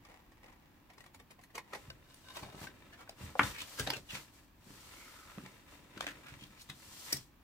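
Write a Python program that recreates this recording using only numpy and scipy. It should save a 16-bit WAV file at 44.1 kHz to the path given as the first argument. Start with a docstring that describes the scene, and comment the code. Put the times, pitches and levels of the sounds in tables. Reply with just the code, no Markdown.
"""A craft table in a small room: scissors finish a cut through folded cardstock, fibre by fibre.
The blades click shut and are swung aside. The card is unfolded, slaps down on the cutting mat,
and is slid, flicked and pressed flat by hand; near the end a metal edge clinks as the sheet is folded over.
Breaks and rubbing are shaped noise, the slap is one pulse; card, steel and table ring as damped resonances.
Knocks, breaks and catching grains are heard with close reflections and the room's short echo;
fine rubbing noise and the steel's ring stay dry."""
import sys
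import numpy as np
from scipy import signal
from scipy.fft import rfft, irfft, next_fast_len
from scipy.io import wavfile
from scipy.ndimage import map_coordinates

SR = 44100
rng = np.random.default_rng(int(sys.argv[2]) if len(sys.argv) > 2 else 0)


def generate_wav(sig):
    """Save sig (samples, or channels by samples) to the path in sys.argv[1] as 16-bit PCM at SR."""
    pcm = np.round(np.clip(np.atleast_2d(sig).T, -1, 1) * 32767).astype(np.int16)
    wavfile.write(sys.argv[1], SR, pcm)


N = 327657  # samples in the whole scene
SIZE = 16384  # samples in one short sound or response
HZ = np.fft.rfftfreq(SIZE, 1 / SR)
T = np.arange(SIZE) / SR
LEAD_IN = 0.03  # seconds from the start of a short sound to its strongest moment

# resonances of the sheet: f/Hz, width/Hz, level/dB
SHEET_MODES = [(870, 26, -15), (1015, 64, 0.5), (1142, 24, -5), (1309, 22, 4), (1426, 32, 0),
               (1700, 80, -5.5), (1897, 40, -4), (2063, 39, 2), (2314, 71, 2.5), (2730, 38, 3)]
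# resonances of the cut flap of card: f/Hz, width/Hz, level/dB
FLAP_MODES = [(790, 127, 4.5), (1045, 340, 4.5), (1878, 96, 4.5), (2240, 100, -1)]
# colour of the cutting sound: f/Hz, level/dB
CUT_COLOUR = [(88, -16), (150, -20), (226, -11.5), (483, -8), (699, -14.5), (817, -12), (1380, -16),
              (1930, -10.5), (3020, -15.5), (4540, -18), (9340, -24), (13000, -27.5), (15800, -38)]


def amp(db):
    """Turn decibels into a gain."""
    return 10 ** (np.asarray(db) / 20)


def unit(x):
    """Scale a signal to an average (rms) strength of 1."""
    return x / np.sqrt(np.mean(x ** 2) + 1e-20)


def along(points, hz):
    """Read a curve of (frequency, value) points on a log frequency axis."""
    f, v = np.transpose(points)
    return np.interp(np.log(hz + 1), np.log(f + 1), v)


def level(points):
    """Gain along (time, dB) points, silent outside them."""
    return amp(np.interp(np.arange(N) / SR, *np.transpose(points), left=-np.inf, right=-np.inf))


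def filtered(x, response):
    """Multiply the spectrum of x by a response that depends on frequency."""
    n = x.shape[-1]
    m = next_fast_len(n + SIZE)
    spectrum = rfft(x, m) * response(np.fft.rfftfreq(m, 1 / SR))
    return irfft(spectrum, m)[..., :n]


def causal(gain):
    """The minimum-phase response with this gain: it reacts at once and never before its cause."""
    c = irfft(np.log(np.maximum(gain, 1e-6)))
    c[1:SIZE // 2] *= 2
    c[SIZE // 2 + 1:] = 0
    return np.exp(rfft(c))


def resonances(modes, f):
    """Response of damped modes, each a peak with its own centre, width and level."""
    return sum(amp(db) * 1j * f * w / (c * c - f * f + 1j * f * w) for c, w, db in modes)


def brightened(tone, treble_db):
    """A colour with its treble tilted up or down."""
    share = along([(2000, 0.015), (5000, 0.59), (14000, 0.96)], HZ)  # how much of the tilt each frequency gets
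    return amp(along(tone, HZ) + treble_db * share)


def wobble(rate):
    """A smooth random curve through this many random points a second."""
    knots = rng.standard_normal(int(N * rate / SR) + 4)
    return map_coordinates(knots, [np.arange(N) * rate / SR])


def spread(pair):
    """Two unrelated signals become left and right, alike in the bass."""
    # likeness of left and right, 1 = identical: f/Hz, likeness
    likeness = [(60, 0.93), (250, 0.82), (700, 0.53), (1400, 0.34), (3000, 0.089), (15000, 0)]

    def mid_and_side(hz):
        angle = np.arccos(np.clip(along(likeness, hz), -1, 1)) / 2
        return np.array([np.cos(angle), np.sin(angle)])

    mid, side = filtered(pair, mid_and_side)
    return np.array([mid + side, mid - side])


def add(track, s, sound):
    """Mix a sound in at time s."""
    part = track[:, max(round(s * SR), 0):][:, :sound.shape[-1]]
    part += sound[..., :part.shape[1]]


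def room(early_db, tail_db, early_t60=0.025, left_lead=.00013):
    """Response of one path to both ears: direct sound (left first), desk reflections, echo from the walls."""
    # time the echo takes to fall 60 dB: f/Hz, t60/s
    echo_times = [(120, 0.3), (1200, 0.14), (5000, 0.13), (15000, 0.094)]
    early = spread(rng.standard_normal((2, SIZE)) ** 3) * amp(-60 * T / early_t60) * (T > .0007)
    hz, t, z = signal.stft(spread(rng.standard_normal((2, SIZE))), SR, nperseg=256)
    decay = amp(-60 * t / along(echo_times, hz)[:, None])
    tail = signal.istft(z * decay, SR, nperseg=256)[1][:, :SIZE]
    tail = tail * (1 - np.exp(-T / 0.0074))  # the echo builds up gradually
    direct = np.exp(-2j * np.pi * HZ * np.array([[0], [round(left_lead * SR) / SR]]))
    return direct + rfft(amp(early_db) * unit(early) + amp(tail_db) * unit(tail)) / np.sqrt(SIZE)


def crackle(colour, length, density, scuff_db, rise, break_db):
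    """A grainy burst of energy 1: it swells quickly to one main break, then dies away."""
    length = np.clip(length, .001, .03)
    since = T - LEAD_IN
    envelope = np.exp(-np.abs(since) / np.where(since < 0, rise * length, length))
    grains = (rng.random(SIZE) < density / SR) * rng.uniform(-2.07, 2.2, SIZE)
    burst = (grains + amp(scuff_db) * rng.standard_normal(SIZE)) * envelope
    burst[round(LEAD_IN * SR)] += amp(break_db)
    spectrum = rfft(burst) * causal(colour)
    return spectrum / np.linalg.norm(irfft(spectrum))


def friction(tone, grain_db, density, ring_db, modes=SHEET_MODES):
    """Rubbing of rms 1: dry fine noise and catching grains in the room, coloured by a tone curve and resonances."""
    grains = (rng.random(N) < density / SR) * rng.standard_normal(N)
    path = irfft(room(early_db=2.0, tail_db=-4.0))
    grains = signal.fftconvolve(unit(grains)[None], path, axes=1)[:, :N]
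    drive = spread(rng.standard_normal((2, N))) + amp(grain_db) * grains
    return unit(filtered(drive, lambda hz: amp(along(tone, hz)) * (1 + amp(ring_db) * resonances(modes, hz))))


def ambience(rms_db=-62.5):
    """Quiet steady air of the room: coloured noise, more alike left and right in the bass."""
    # colour of the air: f/Hz, level/dB
    air_colour = [(12, -33), (20, 0.5), (95, -6), (130, -7.5), (230, -10), (305, -7.5), (443, -22.5),
                  (996, -18.5), (1470, -24.5), (1650, -21), (2120, -27.5), (2300, -24), (3700, -30),
                  (9300, -40), (13700, -32.5), (15800, -31)]
    air = spread(rng.standard_normal((2, N)))
    return amp(rms_db) * unit(filtered(air, lambda hz: amp(along(air_colour, hz))))


def thumps(gain_db=16, width=1.0):
    """Hands and sheet land softly and ring the table; the shorter the contact, the higher the modes it reaches."""
    # landings: t/s, level/dB before the gain, centre of the knock f/Hz
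    landings = [(1.883, -38, 101), (2.428, -35.5, 121), (2.548, -38.5, 200), (2.618, -35, 143),
                (2.63, -41, 148), (3.212, -36.5, 128), (3.238, -31, 101), (3.397, -23.5, 245),
                (3.411, -30.5, 85), (3.438, -28.5, 114), (3.804, -27.5, 109), (3.876, -37, 160),
                (3.934, -34, 483), (3.973, -37, 150), (4.136, -37, 159), (4.672, -44.5, 177),
                (4.707, -43.5, 182), (5.439, -40.5, 195), (5.973, -38, 230), (6.324, -36.5, 96),
                (6.424, -41, 175), (6.698, -39.5, 152), (7.13, -36.5, 310), (7.145, -33, 146)]
    # resonances of the table top and mat: f/Hz, width/Hz, level/dB
    table_modes = [(56, 6.5, 8), (80.5, 32, 4), (117, 17, -2.5), (134.7, 10, 4.5), (194, 20, 1),
                   (230, 52, -11.5), (283, 33, 1.5), (372, 26, 0), (516, 57, -32.5)]
    out = np.zeros((2, N))
    for s, db, hz in landings:
        contact = resonances([(hz, width * hz, 0)], HZ) ** 2
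        push = resonances(table_modes, HZ) * contact
        push = push / np.linalg.norm(irfft(push))
        add(out, s - .003, amp(db + gain_db) * irfft(push * room(early_db=-11.0, tail_db=-9.0)))
    return out


def strokes():
    """Flutter, rub and hiss gains: every stroke swells as the hand speeds up and fades as it slows."""
    # pushes and turns of the card: fastest t/s, speeding up/s, slowing down/s, rub level/dB, hiss over rub/dB
    pushes = [(1.781, 0.074, 0.15, -61.5, -3), (1.96, 0.22, 0.1, -70, -14), (2.15, 0.092, 0.34, -73.5, 6.5),
              (2.38, 0.075, 0.087, -64, 5.5), (2.64, 0.063, 0.033, -56, 2.5),
              (2.8, 0.52, 0.52, -64.5, -7.5), (3.23, 0.043, 0.097, -52.5, -3.5),
              (3.47, 0.064, 0.06, -45.5, 0), (3.62, 0.079, 0.11, -58.5, -4.5), (3.81, 0.18, 0.14, -54, 3.5),
              (4.15, 0.055, 0.094, -54.5, 2), (4.339, 0.018, 0.11, -67, 2), (4.73, 0.082, 0.74, -60.5, 0.5),
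              (5.021, 0.23, 0.28, -65, 4), (5.44, 0.19, 0.2, -61, -6), (5.729, 0.044, 0.079, -59, -4.5),
              (6.11, 0.25, 0.27, -58, -7), (6.35, 0.099, 0.41, -65, -1), (6.87, 0.088, 0.15, -65, -4),
              (7.11, 0.25, 0.09, -57.5, 7.5)]
    fade_db, roundness = 8, 1.68  # drop one speeding-up or slowing-down time from the peak; shape of the swell
    flutter_db, flutter_per_hiss = -6.5, -0.82  # a sheet lying flat hisses, a lifted one flutters instead
    t = np.arange(N) / SR
    power = np.zeros((3, N))
    for s, rise, fall, db, hiss_db in pushes:
        away = np.abs((t - s) / np.where(t < s, rise, fall))
        swell = amp(db - np.minimum(fade_db * away ** roundness, 100))
        shares = amp([[flutter_db + flutter_per_hiss * hiss_db], [0], [hiss_db]])
        power += (shares * swell) ** 2
    return np.sqrt(power)


def sliding():
    """The card drags over the mat under uneven pressure, catches now and then, and flutters as it bends."""
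    # colours of the three layers: f/Hz, level/dB
    flutter_colour = [(26, -45), (45, -3), (113, -9), (231, -12.5), (297, -7), (443, -14), (600, -12.5),
                      (780, -33), (1320, -120)]
    rub_colour = [(240, -62.5), (400, -3.5), (722, 0.5), (1010, -3), (1230, 2), (1480, -0.5), (3130, -3.5),
                  (3380, -8.5), (3660, -2), (4200, -13), (5460, -28.5), (9240, -120)]
    hiss_colour = [(1940, -18.5), (3300, -3.5), (3640, -8.5), (4180, -3), (7150, -6.5), (8050, -5),
                   (9540, -10), (15200, -11), (15800, -28)]
    catches_per_s, catch_db, catch_s = 22, 0.5, 0.026  # random catches: rate, swell, dying-away time
    flutter, rub, hiss = strokes()
    grip = np.sqrt(rub / rub.max())  # firm strokes catch harder
    starts = 1. * (rng.random(N) < catches_per_s / SR)
    catches = signal.fftconvolve(starts, np.exp(-T / catch_s))[:N]
    pressure_db = 1.1 * wobble(45) + catch_db * grip * catches
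    flutter = flutter * amp(pressure_db) * friction(flutter_colour, grain_db=-12.0, density=15, ring_db=-6.0)
    rub = rub * amp(pressure_db) * friction(rub_colour, grain_db=-3, density=250, ring_db=-2)
    hiss = hiss * amp(pressure_db / 2) * friction(hiss_colour, grain_db=-10.5, density=450, ring_db=-26.0)
    return flutter + rub + hiss


def scuffs(gain_db=-3, smooth_db=-25, slips_per_s=500):
    """An edge stutters over the paper's grain; its pitch glides as the free length of card changes."""
    # edges and fingertips scraping: strongest t/s, level/dB before the gain, pitch f/Hz,
    # glide/(octaves per s), band width/pitch, length/s
    scrapes = [(2.37, -46.5, 760, -6, 1.7, 0.024), (2.521, -58, 475, -2, 1.3, 0.15),
               (2.646, -58.5, 850, 2, 0.53, 0.022), (3.006, -51, 920, -2, 0.84, 0.021),
               (3.587, -47, 2500, 8, 0.48, 0.047), (4.103, -43.5, 2820, -5, 0.19, 0.011),
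               (4.148, -47, 2380, -4, 0.78, 0.033), (5.018, -64, 2220, -1, 0.22, 0.18),
               (5.149, -64, 1325, 0, 0.03, 0.28), (6.029, -49, 1800, -11, 0.73, 0.023),
               (6.098, -49.5, 1790, -3, 0.41, 0.023), (6.284, -54, 1780, 6, 0.38, 0.039),
               (6.427, -58.5, 3130, 4, 0.33, 0.032), (6.605, -58, 3730, 34, 0.91, 0.031),
               (7.122, -47, 1960, 0, 0.15, 0.028)]
    out = np.zeros((2, N))
    t = np.arange(SR) / SR - .5
    for s, db, hz, glide, width, length in scrapes:
        slips = (rng.random(SR) < slips_per_s / SR) * rng.standard_normal(SR)
        slips = slips + amp(smooth_db) * rng.standard_normal(SR)
        f, when, z = signal.stft(slips, SR, nperseg=512)
        centre = hz * 2 ** (glide * np.clip(when - .5, -2 * length, 2 * length))
        band = np.abs(resonances([(centre, width * centre, 0)], f[:, None])) / np.sqrt(centre)
        rasp = unit(signal.istft(z * band, nperseg=512)[1][:SR]) * np.exp(-(t / length) ** 2)
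        path = irfft(room(early_db=3.0, tail_db=-5.0))
        add(out, s - .5, amp(db + gain_db) * signal.fftconvolve(rasp[None], path, axes=1))
    return out


def clink(crack_db=19, left_db=2.0):
    """Steel touches down with a bright crack; the hand damps its ring."""
    # metal touching down: t/s, level/dB of the ring (the crack gets a further gain)
    touches = [(7.126, -38)]
    # ringing modes of the steel: f/Hz, level/dB, time to fall 60 dB/s
    steel_modes = [(4900, 4.5, 0.049), (5300, -6.5, 0.049), (8130, -3, 0.18), (9900, -17, 0.18)]
    # colour of the crack: f/Hz, level/dB
    crack_colour = [(1000, -24), (4000, -24), (5400, 1), (9000, -1), (12500, 15), (15800, -8)]
    out = np.zeros((2, N))
    for s, db in touches:
        crack = crackle(amp(along(crack_colour, HZ)), length=0.002, density=1700, scuff_db=-9,
                        rise=0.45, break_db=7)
        add(out, s - LEAD_IN, amp(db + crack_db) * irfft(crack * room(early_db=8.5, tail_db=2)))
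        for hz, mode_db, t60 in steel_modes:
            drift = np.cumsum(rng.normal(0, .12, (2, SIZE)), axis=1)  # roughens the pure tone
            phase = rng.uniform(0, 2 * np.pi, (2, 1)) + drift
            add(out, s, amp(db + mode_db - 60 * T / t60) * np.sin(2 * np.pi * hz * T + phase))
    return out * amp([[left_db], [-left_db]])


def taps(gain_db=13, width=0.69):
    """A soft contact knocks a panel of card and chatters briefly: a sudden, dull note."""
    # corners and fingertips tapping the loose card: t/s, level/dB before the gain, panel pitch f/Hz
    contacts = [(2.488, -44, 790), (2.547, -42, 950), (2.615, -44.5, 1280), (3.076, -45.5, 1390),
                (3.093, -39, 610), (3.354, -26, 680), (5.299, -43, 1350), (5.377, -29, 185),
                (6.698, -42, 1250)]
    out = np.zeros((2, N))
    for s, db, hz in contacts:
        panel = np.abs(resonances([(hz, width * hz, 0)], HZ)) ** 2
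        knock = crackle(panel, length=0.008, density=1500, scuff_db=-20, rise=0.1, break_db=14)
        add(out, s - LEAD_IN, amp(db + gain_db) * irfft(knock * room(early_db=-5.5, tail_db=-11)))
    return out


def flicks(gain_db=8, usual_treble_db=-14, panel_db=13, damping=0.07, bass_share=0.24):
    """Stiff edges catch and let go; each sets its own patch of card ringing, and a small patch gives little bass."""
    # card edges and fingernails striking the sheet: t/s, level/dB before the gain,
    # treble/dB (compared with the usual), length/s (raised to 0.001 if shorter), panel pitch f/Hz
    strikes = [(2.144, -44.5, 2, 0.001, 9200), (2.433, -31.5, -28, 0.0077, 800),
               (2.671, -32.5, -32, 0.0037, 1580), (2.934, -38, -29, 0.012, 1740),
               (3.094, -35, -10, 0.0026, 634), (3.433, -23, -29, 0.0052, 3500),
               (3.618, -28, -16, 0.0054, 3480), (3.797, -18.5, -14, 0.011, 1620),
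               (3.874, -20, -29.5, 0.0077, 776), (3.903, -18.5, -22, 0.0041, 4980),
               (3.936, -23, -25, 0.0078, 2700), (3.967, -30.5, -15, 0.011, 573),
               (4.152, -30, -23, 0.0029, 2400), (5.383, -36.5, -45, 0.0017, 1290),
               (5.462, -38, -24, 0.003, 2220), (5.977, -35, -27.5, 0.005, 1550),
               (6.008, -22.5, -28.5, 0.00085, 2020), (6.044, -34, -32, 0.001, 1890),
               (6.0672, -24, -28, 0.001, 2620), (6.077, -29.5, -32, 0.002, 1710),
               (6.34, -39, -30, 0.0033, 1640), (6.699, -29.5, -20.5, 0.0074, 3560),
               (7.1287, -16.5, -5, 0.0037, 5530), (7.169, -29, -1, 0.0067, 5350)]
    # colour they share: f/Hz, level/dB
    flick_colour = [(120, -28.5), (200, -5.5), (290, 2), (400, -11), (520, -5), (720, -8), (1020, -8),
                    (1470, -8.5), (4160, -6.5), (4990, -8.5), (15800, -20.5)]
    out = np.zeros((2, N))
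    for s, db, treble_db, length, hz in strikes:
        panel = np.abs(1.5 + resonances([(hz, damping * hz, panel_db)], HZ))
        bass_loss = HZ / np.hypot(HZ, bass_share * hz)
        colour = brightened(flick_colour, treble_db - usual_treble_db) * panel * bass_loss
        tick = crackle(colour, length, density=1600, scuff_db=-18.5, rise=0.69, break_db=7)
        path = room(early_db=4, tail_db=-3.5, early_t60=0.014)
        add(out, s - LEAD_IN, amp(db + gain_db) * irfft(tick * path))
    return out


def slap(gain_db=5, ring_db=1, left_db=0.7):
    """Air squeezed from under the falling sheet makes one rounded pulse; the sheet rebounds and rings."""
    # the sheet falling flat: t/s, level/dB before the gain
    falls = [(3.3945, -4.5)]
    # its rebounds and nearby surfaces: delay/s, level/dB
    rebounds = [(.0011, -13), (.0026, -15), (.007, -11), (.0104, -14), (.022, -19), (.028, -17)]
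    # colour of the pulse: f/Hz, level/dB
    slap_colour = [(60, -33.5), (250, -26), (550, -8.5), (1000, 0.5), (1450, 4), (2200, -2), (2900, -8),
                   (4200, -25), (8000, -32.5), (15800, -43.5)]
    out = np.zeros((2, N))
    pulse = amp(along(slap_colour, HZ)) * np.exp(-2j * np.pi * HZ * LEAD_IN)
    pulse = pulse / np.linalg.norm(irfft(pulse))
    again = 0
    for delay, db in rebounds:
        arrival = delay + rng.normal(0, .00006, (2, 1))  # slightly different left and right
        again = again + amp(db) * np.exp(-2j * np.pi * HZ * arrival)
    ring = amp(ring_db) * resonances(SHEET_MODES, HZ)
    for s, db in falls:
        paths = room(early_db=2.0, tail_db=-1.0, left_lead=0) + again + ring
        add(out, s - LEAD_IN, amp(db + gain_db) * irfft(pulse * paths))
    return out * amp([[left_db], [-left_db]])


def blades(ring_db=25):
    """Out of the card, the scissors click shut, then grate at the pivot as they are swung round; the steel rings."""
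    # the scissors swinging round in the fingers: t/s, level/dB
    swing = [(2.04, -76), (2.13, -63), (2.22, -75), (2.27, -54), (2.4, -58), (2.5, -62.5), (2.66, -65),
             (2.72, -72)]
    # the blades falling shut: t/s, level/dB
    closings = [(1.902, -23.5)]
    # resonances of the scissors: f/Hz, width/Hz, level/dB before the ring gain
    blade_modes = [(665, 32, -9), (1026, 30, -9.5), (1530, 31, -3.5), (2875, 59, -7.5), (3737, 59, -4.5),
                   (4760, 60, -10), (5510, 38, -10)]
    out = level(swing) * friction(CUT_COLOUR, grain_db=5, density=130, ring_db=ring_db, modes=blade_modes)
    colour = amp(along(CUT_COLOUR, HZ)) * np.abs(1 + amp(ring_db) * resonances(blade_modes, HZ))
    for s, db in closings:
        click = crackle(colour, length=.003, density=1400, scuff_db=-20, rise=.4, break_db=10)
        add(out, s - LEAD_IN, amp(db) * irfft(click * room(early_db=3.0, tail_db=-23)))
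    return out


def blade_drag(ring_db=4):
    """While the cut lasts, the card drags along the blades and crunches softly between them."""
    # loudness of the drag: t/s, level/dB
    drag = [(0, -78), (.06, -63.5), (.15, -58.5), (.2, -67), (.4, -70.5), (.44, -58.5), (.49, -64),
            (.55, -69), (.95, -76), (1.5, -86), (1.75, -59.5)]
    return level(drag) * friction(CUT_COLOUR, grain_db=0, density=220, ring_db=ring_db, modes=FLAP_MODES)


def scissors(gain_db=11, usual_treble_db=-17, crunch_s=0.012):
    """The closing blades shear the card in short, fine-grained crunches that ring the cut flap."""
    # blades breaking through the card: t/s, level/dB before the gain, treble/dB (compared with the usual)
    cuts = [(0.051, -46.5, -17), (0.32, -51.5, -19), (0.483, -47.5, -22), (0.527, -53, -12),
            (0.902, -46, -21), (0.935, -52.5, -13), (0.982, -44.5, -15), (1.006, -44, -12),
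            (1.041, -49, -15), (1.063, -46, -12), (1.146, -44.5, -4.5), (1.199, -45, -17),
            (1.31, -42.5, -12), (1.392, -47.5, -28), (1.414, -55, -6), (1.437, -47, -7),
            (1.504, -53.5, -17), (1.554, -32.5, -11.5), (1.58, -29.5, -17.5), (1.734, -28.5, -24),
            (1.75, -30.5, -20)]
    out = np.zeros((2, N))
    flap_ring = np.abs(1 + resonances(FLAP_MODES, HZ))
    for s, db, treble_db in cuts:
        colour = flap_ring * brightened(CUT_COLOUR, treble_db - usual_treble_db)
        crunch = crackle(colour, crunch_s, density=2600, scuff_db=-12.5, rise=0.39, break_db=14)
        add(out, s - LEAD_IN, amp(db + gain_db) * irfft(crunch * room(early_db=4.5, tail_db=-8.5)))
    return out


def scene():
    """All the handling, a little to the left, over the room's air."""
    # left minus right: f/Hz, level/dB
    left_lean = [(200, 0), (1100, 1), (4000, 0.5), (8000, 1), (13000, 3.5)]
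    cutting = scissors() + blade_drag() + blades()
    handling = flicks() + taps() + scuffs() + slap() + thumps() + clink() + sliding()
    half_each = np.array([[.5], [-.5]])
    work = filtered(cutting + handling, lambda hz: amp(half_each * along(left_lean, hz)))
    return work + ambience()


def record(dry, low_hz=36, top_hz=15900):
    """Thin out the deepest rumble and cut off steeply above the top frequency."""
    thin = filtered(dry, lambda hz: hz ** 2 / np.sqrt(hz ** 4 + low_hz ** 4))
    return filtered(thin, lambda hz: 1 / (1 + (hz / top_hz) ** 200))


dry = scene()
out = record(dry)
generate_wav(out)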